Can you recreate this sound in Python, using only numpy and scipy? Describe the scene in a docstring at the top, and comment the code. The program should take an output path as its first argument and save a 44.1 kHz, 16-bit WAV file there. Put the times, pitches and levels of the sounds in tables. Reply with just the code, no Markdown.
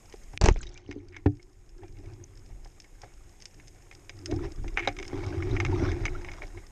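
"""Far shrimp crackle over a faint hiss, then a trigger clicks and a wooden speargun fires among rocks.
Place: under water. Distance: the microphone sits in a camera housing fixed to the gun's own stock.
The shot is cracks, filtered noise and pressure pulses; bubbles are sines, most gliding, over a fading fizz.
The gun trembles and the line tugs it; later the diver hauls himself forward; line, clips and hand rattle and rub.
Blows and slips are impulses with noise bursts, ringing the modes of the stock or the metal fittings."""
import sys
import numpy as np
from scipy import signal
from scipy.io import wavfile
from scipy.ndimage import uniform_filter1d

SR = 44100
rng = np.random.default_rng(int(sys.argv[2]) if len(sys.argv) > 2 else 0)


def to_wav(sig):
    """Store sig (one row per channel, or 1-D mono) as 16-bit WAV at the path in sys.argv[1].

    Samples outside -1..1 are clipped; the rate is SR.
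    """
    pcm = np.clip(np.atleast_2d(sig), -1, 1) * 32767
    pcm = np.round(pcm).astype(np.int16)
    wavfile.write(sys.argv[1], SR, pcm.T)  # frames by channels


N = 295911
TIME = np.arange(N) / SR  # s from the start of the scene
AGE = np.arange(SR // 3) / SR  # s from the start of one event

# Table levels are relative: each source sets its own trims, and the housing wall colours the result.
# Event times of blows and snaps come before the short lag of their source.

# colour of the steady hiss: frequency_hz, density_db_per_hz
HISS_COLOUR = [(180, -2), (300, -7.5), (510, -6.5), (813, -23), (925, -25), (2130, -15), (3350, -21.5),
               (4540, -27), (5170, -16), (5970, -22.5), (6580, -14), (9370, -20.5), (10500, -29.5),
               (12300, -23), (14000, -59)]
# nearest shrimp: start_s, level_db
NEAREST_SNAPS = [(0.0563, -50), (0.2346, -48), (0.6908, -42.5), (1.084, -49.5), (1.4274, -46), (2.373, -45),
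                 (2.6465, -42.5), (2.8, -36), (3.0167, -38.5), (3.4212, -36.5), (3.4545, -29.5),
                 (3.68, -40.5), (3.9492, -40.5), (4.258, -24), (4.361, -39), (4.5189, -39.5), (5.0785, -32),
                 (5.2639, -37)]
# colour of one shrimp snap: frequency_hz, gain_db
SNAP_COLOUR = [(600, -39), (1900, -0.5), (2700, -3), (4200, -9.5), (5300, 7.5), (5900, -4.5), (6400, 1.5),
               (7200, -10), (9300, -18), (10500, -66.5), (14000, -47.5)]
# colour of water rumbling past the housing: frequency_hz, gain_db
RUMBLE_COLOUR = [(8, -31), (20, -3.5), (31, -4.0), (45, -10.0), (70, -21.0), (150, -32), (400, -41), (1500, -104.5)]
# swings of the gun that push water past the housing: fastest_s, rise_s, fall_s, level_db
GUN_SWINGS = [(.32, 0.46, 0.091, -43), (.56, 0.084, 0.15, -26), (.92, .15, 0.64, -50),
              (1.68, .2, 0.39, -47.5), (2.0, 0.54, 0.5, -46.5), (2.52, 0.27, 0.37, -40.5),
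              (3.25, 0.53, 0.18, -47.5), (4.42, 0.14, 0.17, -31), (4.63, 0.15, 0.31, -30),
              (5.2, 0.59, 0.4, -35.5), (5.54, 0.17, 0.23, -27), (5.87, 0.49, 0.98, -30.5)]
# colour of the fizz behind the shaft: frequency_hz, gain_db
FIZZ_COLOUR = [(300, 0.5), (1000, -2.5), (2500, -4.5), (6300, 0.0), (7800, -13), (10000, -29.0), (13000, -47.0)]
# single bubbles, wet squeaks and a faint steady ring, most with sliding pitch:
# start_s, peak_db, pitch_hz, glide_octaves_per_s, length_s
BUBBLES_AND_SQUEAKS = [(.1398, -34.5, 418, -7, 0.011), (.4855, -18, 950, -22.5, 0.011),
                       (0.612, -42, 8000, -39, 0.015), (0.666, -45, 3600, 8.5, 0.02),
                       (.743, -39, 6200, 0, 0.001), (0.755, -50.5, 2350, 0, 0.035),
                       (1.82, -66, 2400, 0, 0.093), (2.239, -40, 6470, -4, .0065),
                       (4.283, -40, 566, 7, 0.12), (4.8746, -22, 3690, 31, 0.0065),
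                       (5.511, -44.5, 3730, 2.5, 0.016), (5.725, -31.5, 875, 5, 0.024),
                       (6.149, -36.5, 1260, 17, 0.021)]
# the gun trembling after the shot, then strokes of hand and line along the stock:
# hardest_s, rise_s, fall_s, creak_db, boom_db (against the creak), scrape_db (against the creak)
TREMBLE_AND_STROKES = [(.62, 0.037, 1, -55.5, 0.5, -8), (.92, 0.11, 0.64, -49.5, -0.5, -22.5),
                       (1.845, 0.085, 0.039, -44.5, -2, -18), (2.079, 0.35, 0.41, -50.5, 7, -13),
                       (2.53, 0.36, 0.32, -64, 10, -3), (3.044, 0.062, 0.079, -63, 10, 8.5),
                       (3.56, 0.031, .25, -59.5, 12.5, -14), (4.0, 0.2, 0.044, -57, 5, -8),
                       (4.22, 0.18, 0.12, -51.5, 6.5, -13.5), (4.334, 0.074, 0.15, -28.5, -3, -25),
                       (4.46, 0.18, 0.076, -35.5, 0.5, -13.5), (4.59, 0.028, 0.082, -50, 15.5, -20),
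                       (4.67, .04, 0.068, -41, -9.5, -34), (4.87, 0.22, 0.12, -41.5, -3, -9),
                       (5.0, 0.047, 0.057, -39, -20, -10.5), (5.16, 0.15, 0.37, -36.5, -10, -10.5),
                       (5.31, 0.21, 0.12, -37.5, 5, -8), (5.54, 0.45, 0.11, -33, 2.5, -15),
                       (5.84, 0.59, 0.42, -30.5, 5.5, -11), (6.25, 0.43, 0.5, -57, -10, 5.5),
                       (6.43, 0.025, 0.047, -41, -14, -5), (6.569, 0.043, 0.051, -43.5, -4, -18)]
# colour of scraping on the stock: frequency_hz, density_db_per_hz
SCRAPE_COLOUR = [(300, -24.5), (550, -0.5), (850, -5.5), (1300, -6), (1700, -7.5), (2200, -9), (3000, -17),
                 (3800, -16), (4400, -22), (5200, -15.5), (6300, -20), (7200, -46), (10000, -44)]
# line running through the fittings: start_s, length_s, level_db
LINE_RASPS = [(1.118, 0.091, -51), (3.02, 0.044, -55), (3.09, 0.05, -59), (4.761, .18, -42)]
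# clips and line striking the gun: start_s, level_db, top_db (against the level), rebound_after_s
FITTING_CLACKS = [(0.1247, -42.5, -6, 0.012), (.569, -52, -4, 0.0096), (0.63, -39, -3.5, 0.0035),
                  (.668, -52, 3, .006), (0.7757, -47, 1, 0.0026), (.912, -32, -14, 0.013),
                  (1.1648, -31.5, -16.5, 0.0023), (1.396, -48.5, -28, 0.0032), (1.969, -50, -15, .002),
                  (2.058, -49, -11, .003), (2.8425, -46, -11, .002), (3.5984, -43, -18.5, .003),
                  (3.9123, -37.5, -15.5, 0.013), (4.0941, -29.5, -10.5, .002), (4.312, -39, -2, 0.0026),
                  (4.6798, -35, -11, 0.0029), (4.773, -12.5, -27, 0.0089), (4.793, -19.5, -21, 0.0072),
                  (4.8741, -19, -13, 0.01), (4.966, -36.5, -12, 0.0024), (4.9875, -27, -12, 0.011),
                  (5.027, -30, -11.5, 0.024), (5.237, -36, -24, .003), (5.4237, -24, -28.5, .002),
                  (5.565, -23, -25, 0.0059), (5.6011, -16, -19.5, .0056), (5.6493, -20.5, -16, 0.013),
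                  (5.916, -30, -13.5, 0.0032), (6.0535, -17.5, -15, 0.0097), (6.0793, -27, -40, .002),
                  (6.2465, -31.5, -19, .002), (6.286, -29.5, -38, 0.0063), (6.316, -34, -11.5, 0.02),
                  (6.4195, -28.5, -29, 0.016), (6.574, -38, -31, 0.0057)]
# knocks on the stock: start_s, level_db, weight_db (bass against the level), hardness_db (treble against the level)
STOCK_KNOCKS = [(.138, -62.5, -3, 8), (.333, -47.5, 7, -3.5), (0.887, -35, -3, -23.5),
                (0.959, -34, -9, -43), (1.257, -16, 1, -15), (1.831, -56, 9, 5.5), (2.655, -61, 4, 7.5),
                (3.032, -62.5, 3, 15), (4.321, -26.5, 0.5, -16), (4.64, -43, -8, -4.5),
                (4.872, -31, -13, 6), (5.127, -31, -4, -14), (5.821, -25.5, 6, -31)]
# registers of a knock, boom to edge: low_hz, high_hz
KNOCK_REGISTERS = [(60, 180), (190, 500), (500, 1200), (1250, 6000)]
# colour of a hard blow on the stock: frequency_hz, gain_db
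SLAP_COLOUR = [(550, -4), (820, -3.5), (1150, -6.5), (1700, 6), (2600, -1.5), (6000, -5.5)]
# modes of stock and housing: frequency_hz, level_db, t60_s (ungripped)
STOCK_MODES = [(99.3, 3, 0.15), (126.6, -6, 0.22), (169, -17.5, 0.13), (216, -11.5, 0.023),
               (293.6, 5, 0.16), (343.6, 1.5, 0.074), (401.4, -1, 0.098), (530, -10.5, 0.07),
               (716, -8, 0.1), (783, -3.5, 0.06), (1040, -35, 0.055), (1370, -25, .05)]
# modes of the metal fittings: frequency_hz, level_db, t60_s (ungripped)
FITTING_MODES = [(1670, -26, 0.0077), (1910, 0, 0.029), (2194, 15, 0.016), (2400, -3, 0.024),
                 (2694, -8, 0.026), (3600, -12, 0.0063), (4970, -1, 0.0053), (5940, -6, 0.0091)]
# colour of the trigger's click: frequency_hz, gain_db
SEAR_COLOUR = [(200, -9), (900, -23), (2400, -2), (4600, -20), (6300, -14), (8000, -33), (11000, -34)]
# cracks of rubbers, wishbone and shaft: start_s, level_db, top_db (against the level)
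SHOT_CRACKS = [(.412, -23, -1), (0.4174, -22, -20), (0.4383, -23.5, -4.5), (0.4434, -22.5, -9),
               (0.4568, -16.5, -7), (0.4597, -17.5, -9.5), (0.4727, -32, -6.5), (.4845, -10.5, -13.5),
               (.496, -31, -9.5), (0.5058, -34, -22), (0.559, -33, -27)]
# water shoved against the housing by the recoil: centre_s, peak_db, time_scale_s
PRESSURE_SURGES = [(.419, -20, 0.0034), (0.442, -9.5, 0.0019), (0.4873, -11.5, 0.003), (.515, -13, 0.0026)]
# colour of water torn by the shaft, and of the cracks: frequency_hz, density_db_per_hz
RUSH_COLOUR = [(59, -23), (100, -6), (153, -3), (192, 0.5), (226, -8.5), (408, -8.5), (500, -18),
               (665, -13.5), (1180, -22), (2650, -24), (3320, -37), (6370, -34.5), (9010, -55.5),
               (13000, -80.5)]
# what passes the housing wall: frequency_hz, gain_db
HOUSING_WALL = [(6500, -0.5), (9300, 1), (10500, -10), (14000, -28.5)]

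MIDDLE_HZ, TOP_HZ = (1100, 3300), (3400, 12000)  # registers shared by the blows
TRIGGER_S, FIRE_S, CLEAR_S = .3757, .412, 0.505  # the sear lets go, the shaft starts, the shaft has left
SWELL_DB = 20  # what a swing or stroke gains over its rise and loses over its fall


def amp(db):
    """Decibels to gain."""
    return 10 ** (np.asarray(db) / 20)


def evened(x):
    """Scales to rms 1."""
    return x / np.sqrt(np.mean(x ** 2) + 1e-20)


def add(mix, s, sound):
    """Mixes a sound in at time s, in place."""
    part = mix[max(round(s * SR), 0):][:len(sound)]
    part += sound[:len(part)]


def band(x, lo_hz, hi_hz, order=3):
    """Causal band-pass."""
    return signal.sosfilt(signal.butter(order, [lo_hz, hi_hz], "band", fs=SR, output="sos"), x)


def colour(x, points, size=4096):
    """Causal minimum-phase filter through (Hz, dB) points, joined on a log frequency axis."""
    hz, db = np.transpose(points)
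    bins_hz = abs(np.fft.fftfreq(size, 1 / SR))
    log_gain = np.log(amp(np.interp(np.log(bins_hz + 1), np.log(hz + 1), db)))
    spectrum = np.exp(signal.hilbert(log_gain).conj())
    taps = np.fft.ifft(spectrum).real[:size // 2]
    return signal.oaconvolve(x, taps)[:len(x)]


def ring(x, modes, damping=1):
    """Drives a body of decaying sine modes; a grip shortens the decays."""
    answer = sum(amp(db - 60 * AGE * damping / t60) * np.sin(2 * np.pi * hz * AGE) for hz, db, t60 in modes)
    return signal.oaconvolve(x, answer)[:len(x)]


def grains(per_s, spread_db):
    """Random train of tiny impulses of unequal size and either sign, at rms 1."""
    size = amp(spread_db * np.minimum(rng.exponential(1, N), 4))
    sign = rng.choice([-1, 1], N)
    struck = rng.random(N) < per_s / SR
    return evened(size * sign * struck)


def contact(t60, scatter, rise=0.0015, echo_db=-12, echo_t60=0.098):
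    """One impulse, a burst of micro-contacts, and faint scatter off the rocks."""
    burst, echo = rng.standard_normal((2, len(AGE))) * (1 - np.exp(-AGE / rise))
    burst = burst * amp(-60 * AGE / t60)
    echo = echo * amp(-60 * AGE / echo_t60)
    tail = burst / np.linalg.norm(burst) + amp(echo_db) * echo / np.linalg.norm(echo)
    return (AGE == 0) + scatter * tail


def voiced(x, bands, dbs):
    """Sets a blow's strength in each register, as rms over a fiftieth of a second."""
    parts = [band(x, *edges) for edges in bands]
    return sum(amp(db) * p * np.sqrt(SR / 50 / np.sum(p ** 2)) for p, db in zip(parts, dbs))


def lumpy(x, patch_db, size=512):
    """Patches of louder and softer, a few hundred Hz wide and some hundredths of a second long; rms 1."""
    frames = signal.stft(x, nperseg=size)[2]
    patches = uniform_filter1d(rng.standard_normal(frames.shape), size=5, axis=0)
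    patches = uniform_filter1d(patches, size=5, axis=1)
    slips = uniform_filter1d(rng.standard_normal(frames.shape[1]), size=3)  # all pitches together
    gain = amp(patch_db * (evened(patches) + .5 * evened(slips)))
    return evened(signal.istft(frames * gain, nperseg=size)[1][:N])


def froth(per_s, lo_hz, hi_hz, cycles, spread_db, count=16):
    """A crowd of tiny bubbles of many sizes, each ringing for a few cycles with a rising pitch."""
    out = np.zeros(N)
    for hz in np.geomspace(lo_hz, hi_hz, count):
        u = np.arange(0, 1, hz / cycles / SR)  # 0 to 1 through one bubble
        blip = u ** .3 * (1 - u) ** 2 * np.sin(2 * np.pi * cycles * u * (1 + .08 * u))
        out += signal.oaconvolve(grains(per_s / count, spread_db), blip / np.linalg.norm(blip))[:N]
    return evened(out)


def swell(s, rise, fall):
    """Gain of one movement: it builds to its peak at s and dies away."""
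    return amp(-SWELL_DB * np.maximum((s - TIME) / rise, (TIME - s) / fall))


def together(gains, rest_db):
    """Adds movements in power over a resting level."""
    return np.sqrt(sum(g ** 2 for g in gains) + amp(rest_db) ** 2)


def hush(depth=0.036, from_s=0.78, recovery_s=1.99):
    """Background gain: it sinks to depth at the trigger, holds until from_s and creeps back over seconds."""
    back = 1 - (1 - np.clip(depth, 0, 1)) * np.exp(-np.maximum(TIME - from_s, 0) / recovery_s)
    return np.where(TIME < TRIGGER_S, 1, back)


def hiss(treble_db=-69.5, whistle_db=-71):
    """Coloured noise with a faint narrow whistling band of noise near 6.6 kHz, both sinking with the hush."""
    noise = colour(rng.standard_normal(N), HISS_COLOUR)
    noise *= amp(treble_db) / np.std(band(noise, 7200, 14000))
    whistle = evened(band(rng.standard_normal(N), 6350, 6800, order=2))
    return hush() * (noise + amp(whistle_db) * whistle)


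def shrimp(top_db=-16, middle_db=-24, nearby_db=-46, nearby_spread_db=3, far_db=-69, lag=0.001, count=44):
    """The nearest snaps and a scatter of weaker ones echo off the rocks, over the crackle of far ones."""
    def snaps(rows):
        """One short, bright crack for each (s, dB)."""
        out = np.zeros(N)
        for s, db in rows:
            snap = colour(contact(t60=0.015, scatter=0.92, rise=0.0023, echo_db=-12.5), SNAP_COLOUR)
            add(out, s + lag, amp(db) * voiced(snap, [MIDDLE_HZ, TOP_HZ], [middle_db, top_db]))
        return out

    nearby = []
    for k, (when, size) in enumerate(rng.random((count, 2))):  # one snap in each equal slice of time
        s = (k + when) / count * N / SR
        nearby.append((s, nearby_db + nearby_spread_db * (2 * size - 1)))
    far = np.zeros(N)
    for _ in range(4):
        crack = contact(t60=0.01, scatter=2.5, rise=.002)
        far += signal.oaconvolve(grains(per_s=12, spread_db=5.5), crack)[:N]
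    crackle = amp(far_db) * evened(colour(far, SNAP_COLOUR))
    return snaps(NEAREST_SNAPS) + hush() * (snaps(nearby) + crackle)


def flow(rest_db=-54.5):
    """Low noise: water rumbles past the housing, louder whenever the gun swings."""
    rumble = colour(rng.standard_normal(N), RUMBLE_COLOUR)
    speed = together((amp(db) * swell(s, rise, fall) for s, rise, fall, db in GUN_SWINGS), rest_db)
    return speed * evened(rumble)


def bubbles(wobble=.025, pops_db=2, wake_db=-54, wake_fade_db_per_s=35.5):
    """The wake fizzes and pops as it fades; bubbles, squeaks and a faint steady ring are wobbling sines, most sliding."""
    pops = grains(per_s=3000, spread_db=4)
    pops = pops + amp(pops_db) * froth(per_s=340, lo_hz=1300, hi_hz=7000, cycles=10, spread_db=6.0)
    fizz = lumpy(colour(pops, FIZZ_COLOUR), patch_db=3.5)
    out = amp(wake_db - wake_fade_db_per_s * (TIME - CLEAR_S)) * (TIME > CLEAR_S) * fizz
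    for s, db, hz, glide, length in BUBBLES_AND_SQUEAKS:
        u = np.minimum(AGE / length, 1)  # 0 to 1 through the sound
        waver = 1 + wobble * evened(uniform_filter1d(rng.standard_normal(len(AGE)), size=60))
        turns = np.cumsum(hz * waver * 2 ** (glide * length * u)) / SR
        swelling = np.sin(np.pi * np.sqrt(u)) ** 2
        add(out, s, amp(db) * swelling * np.sin(2 * np.pi * turns))
    return out


def handling(scrape_trim_db=-1, woody_db=-4, gurgle_db=-6, tick_db=-9):
    """The trembling gun, then slips of hand and line: boom and creak in the stock, scrapes, ticks, small bubbles."""
    rest_boom_db, rest_creak_db, rest_scrape_db = -64, -69, -66.5  # gun merely held; scrape before its trim
    stock = ring(grains(per_s=900, spread_db=2), STOCK_MODES, damping=1.41)
    boom = evened(band(stock, 78, 150.4, order=2))
    creak = evened(band(stock, 325.8, 386, order=2))
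    wood = evened(band(stock, 650, 1100, order=3))  # the upper modes of the wood sing along
    scrape = lumpy(colour(grains(per_s=1000, spread_db=-3.0), SCRAPE_COLOUR), patch_db=3.5)
    gurgle = froth(per_s=200, lo_hz=554, hi_hz=2190, cycles=16.2, spread_db=6.5)
    ticks = evened(ring(grains(per_s=70, spread_db=1.0), FITTING_MODES))
    scrape = scrape + amp(woody_db) * wood + amp(gurgle_db) * gurgle + amp(tick_db) * ticks

    moves = [(amp(db) * swell(s, rise, fall), weight, grit)
             for s, rise, fall, db, weight, grit in TREMBLE_AND_STROKES]
    boom_gain = together((gain * amp(weight) for gain, weight, _ in moves), rest_boom_db)
    creak_gain = together((gain for gain, _, _ in moves), rest_creak_db)
    hushed_rest_db = rest_scrape_db + 20 * np.log10(hush())
    scrape_gain = together((gain * amp(grit) for gain, _, grit in moves), hushed_rest_db)
    return boom_gain * boom + creak_gain * creak + amp(scrape_trim_db) * scrape_gain * scrape


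def rasp(trim_db=1, attack=0.02, release=0.074):
    """Line dragged through the fittings catches and slips, and keeps them ringing."""
    pull = np.zeros(N)
    for s, length, db in LINE_RASPS:
        ramps = np.minimum((TIME - s) / attack, (s + length - TIME) / release)
        pull += amp(db) * np.clip(ramps, 0, 1)
    ringing = ring(grains(per_s=700, spread_db=1.0), FITTING_MODES, damping=1.44)
    return amp(trim_db) * pull * evened(band(ringing, 1000, 5000, order=2))


def clacks(ring_db=-14, top_db=-8, wood_db=-26, rebound_db=-6, lag=0.00048):
    """Small hard contacts ring the fittings for milliseconds, stir the wood, and bounce once more softly."""
    out = np.zeros(N)
    for s, db, top, rebound in FITTING_CLACKS:
        for delay, loss in ((0, 0), (rebound, rebound_db)):
            touch = contact(t60=0.021, scatter=1.0, rise=0.00046, echo_db=-14.5, echo_t60=0.08)
            tick = voiced(ring(touch, FITTING_MODES), [MIDDLE_HZ, (3400, 6900)], [ring_db, top + top_db])
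            tock = voiced(ring(touch, STOCK_MODES), [(560, 2460)], [wood_db])
            add(out, s + lag + delay, amp(db + loss) * (tick + tock))
    return out


def knocks(trim_db=-2, slap_db=-8, edge_db=-9, lag=0.0019, slap_after=0.00151):
    """The line jerks at the gun and the hand bumps it: the stock modes boom, with a brief hard edge of noise."""
    out = np.zeros(N)
    for s, db, weight, hardness in STOCK_KNOCKS:
        boom = ring(1. * (AGE == 0), STOCK_MODES)
        slap = colour(contact(t60=0.035, scatter=2.0, rise=0.0005, echo_db=-20), SCRAPE_COLOUR)
        slap = colour(slap, SLAP_COLOUR)
        boom = voiced(boom, KNOCK_REGISTERS[:-1], [weight, 0, hardness])
        slap = voiced(slap, KNOCK_REGISTERS[-2:], [slap_db, edge_db])
        add(out, s + lag, amp(db) * boom)
        add(out, s + lag + slap_after, amp(db + hardness) * slap)
    return amp(trim_db) * out


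def surges():
    """Recoil shoves water at the housing: pressure builds, then flips to suction."""
    out = np.zeros(N)
    for s, db, span in PRESSURE_SURGES:
        u = (TIME - s) / span
        out -= amp(db) * u * np.exp(1 - abs(u))
    return out


def quiver(start_s=.53, hz=27, level_db=-34.5, fade_db_per_s=158):
    """The slack rubbers swing on as a low, fading sine."""
    out = np.zeros(N)
    add(out, start_s, amp(level_db - fade_db_per_s * AGE) * np.sin(2 * np.pi * hz * AGE))
    return out


def rush(level_db=-28, fade_db_per_s=900):
    """Coloured grains: water torn by the shaft, fading from just before it clears the gun."""
    sliding = amp(-fade_db_per_s * np.maximum(TIME - CLEAR_S + 0.012, 0))
    return amp(level_db) * sliding * evened(colour(grains(per_s=2600, spread_db=4.0), RUSH_COLOUR))


def shot(trigger_db=-17, crack_db=-10.0, middle_db=-7, lag=0.001173):
    """Trigger click, then a tenth of a second of torn water, cracks and pressure surges; the rubbers quiver on."""
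    out = surges() + quiver() + rush()
    out *= np.clip((TIME - FIRE_S) / 0.0008, 0, 1)  # silent until the shaft starts
    for s, db, top in SHOT_CRACKS:
        crack = contact(t60=0.0052, scatter=5.7, rise=0.00057, echo_db=-8.5, echo_t60=0.063)
        crack = colour(crack, RUSH_COLOUR)
        crack = voiced(crack, [(290, 1150), MIDDLE_HZ, TOP_HZ], [0, middle_db, top])
        add(out, s + lag, amp(db + crack_db) * crack)
    click = colour(contact(t60=0.0013, scatter=0.55, rise=0.00033, echo_db=-41), SEAR_COLOUR)
    add(out, TRIGGER_S, amp(trigger_db) * click / abs(click).max())
    return out


def scene():
    """Water and gun reach one microphone through the wall of the housing; the hiss is added behind it."""
    water = shrimp() + flow() + bubbles() + handling() + rasp() + clacks() + knocks() + shot()
    return (colour(water, HOUSING_WALL) + hiss())[None]


def record(dry, edge_hz=13900):
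    """The recorder's band limit: a linear-phase low-pass."""
    taps = signal.firwin(255, edge_hz, window=("kaiser", 9), fs=SR)
    return signal.oaconvolve(dry, taps[None], "same")


dry = scene()
out = record(dry)
to_wav(out)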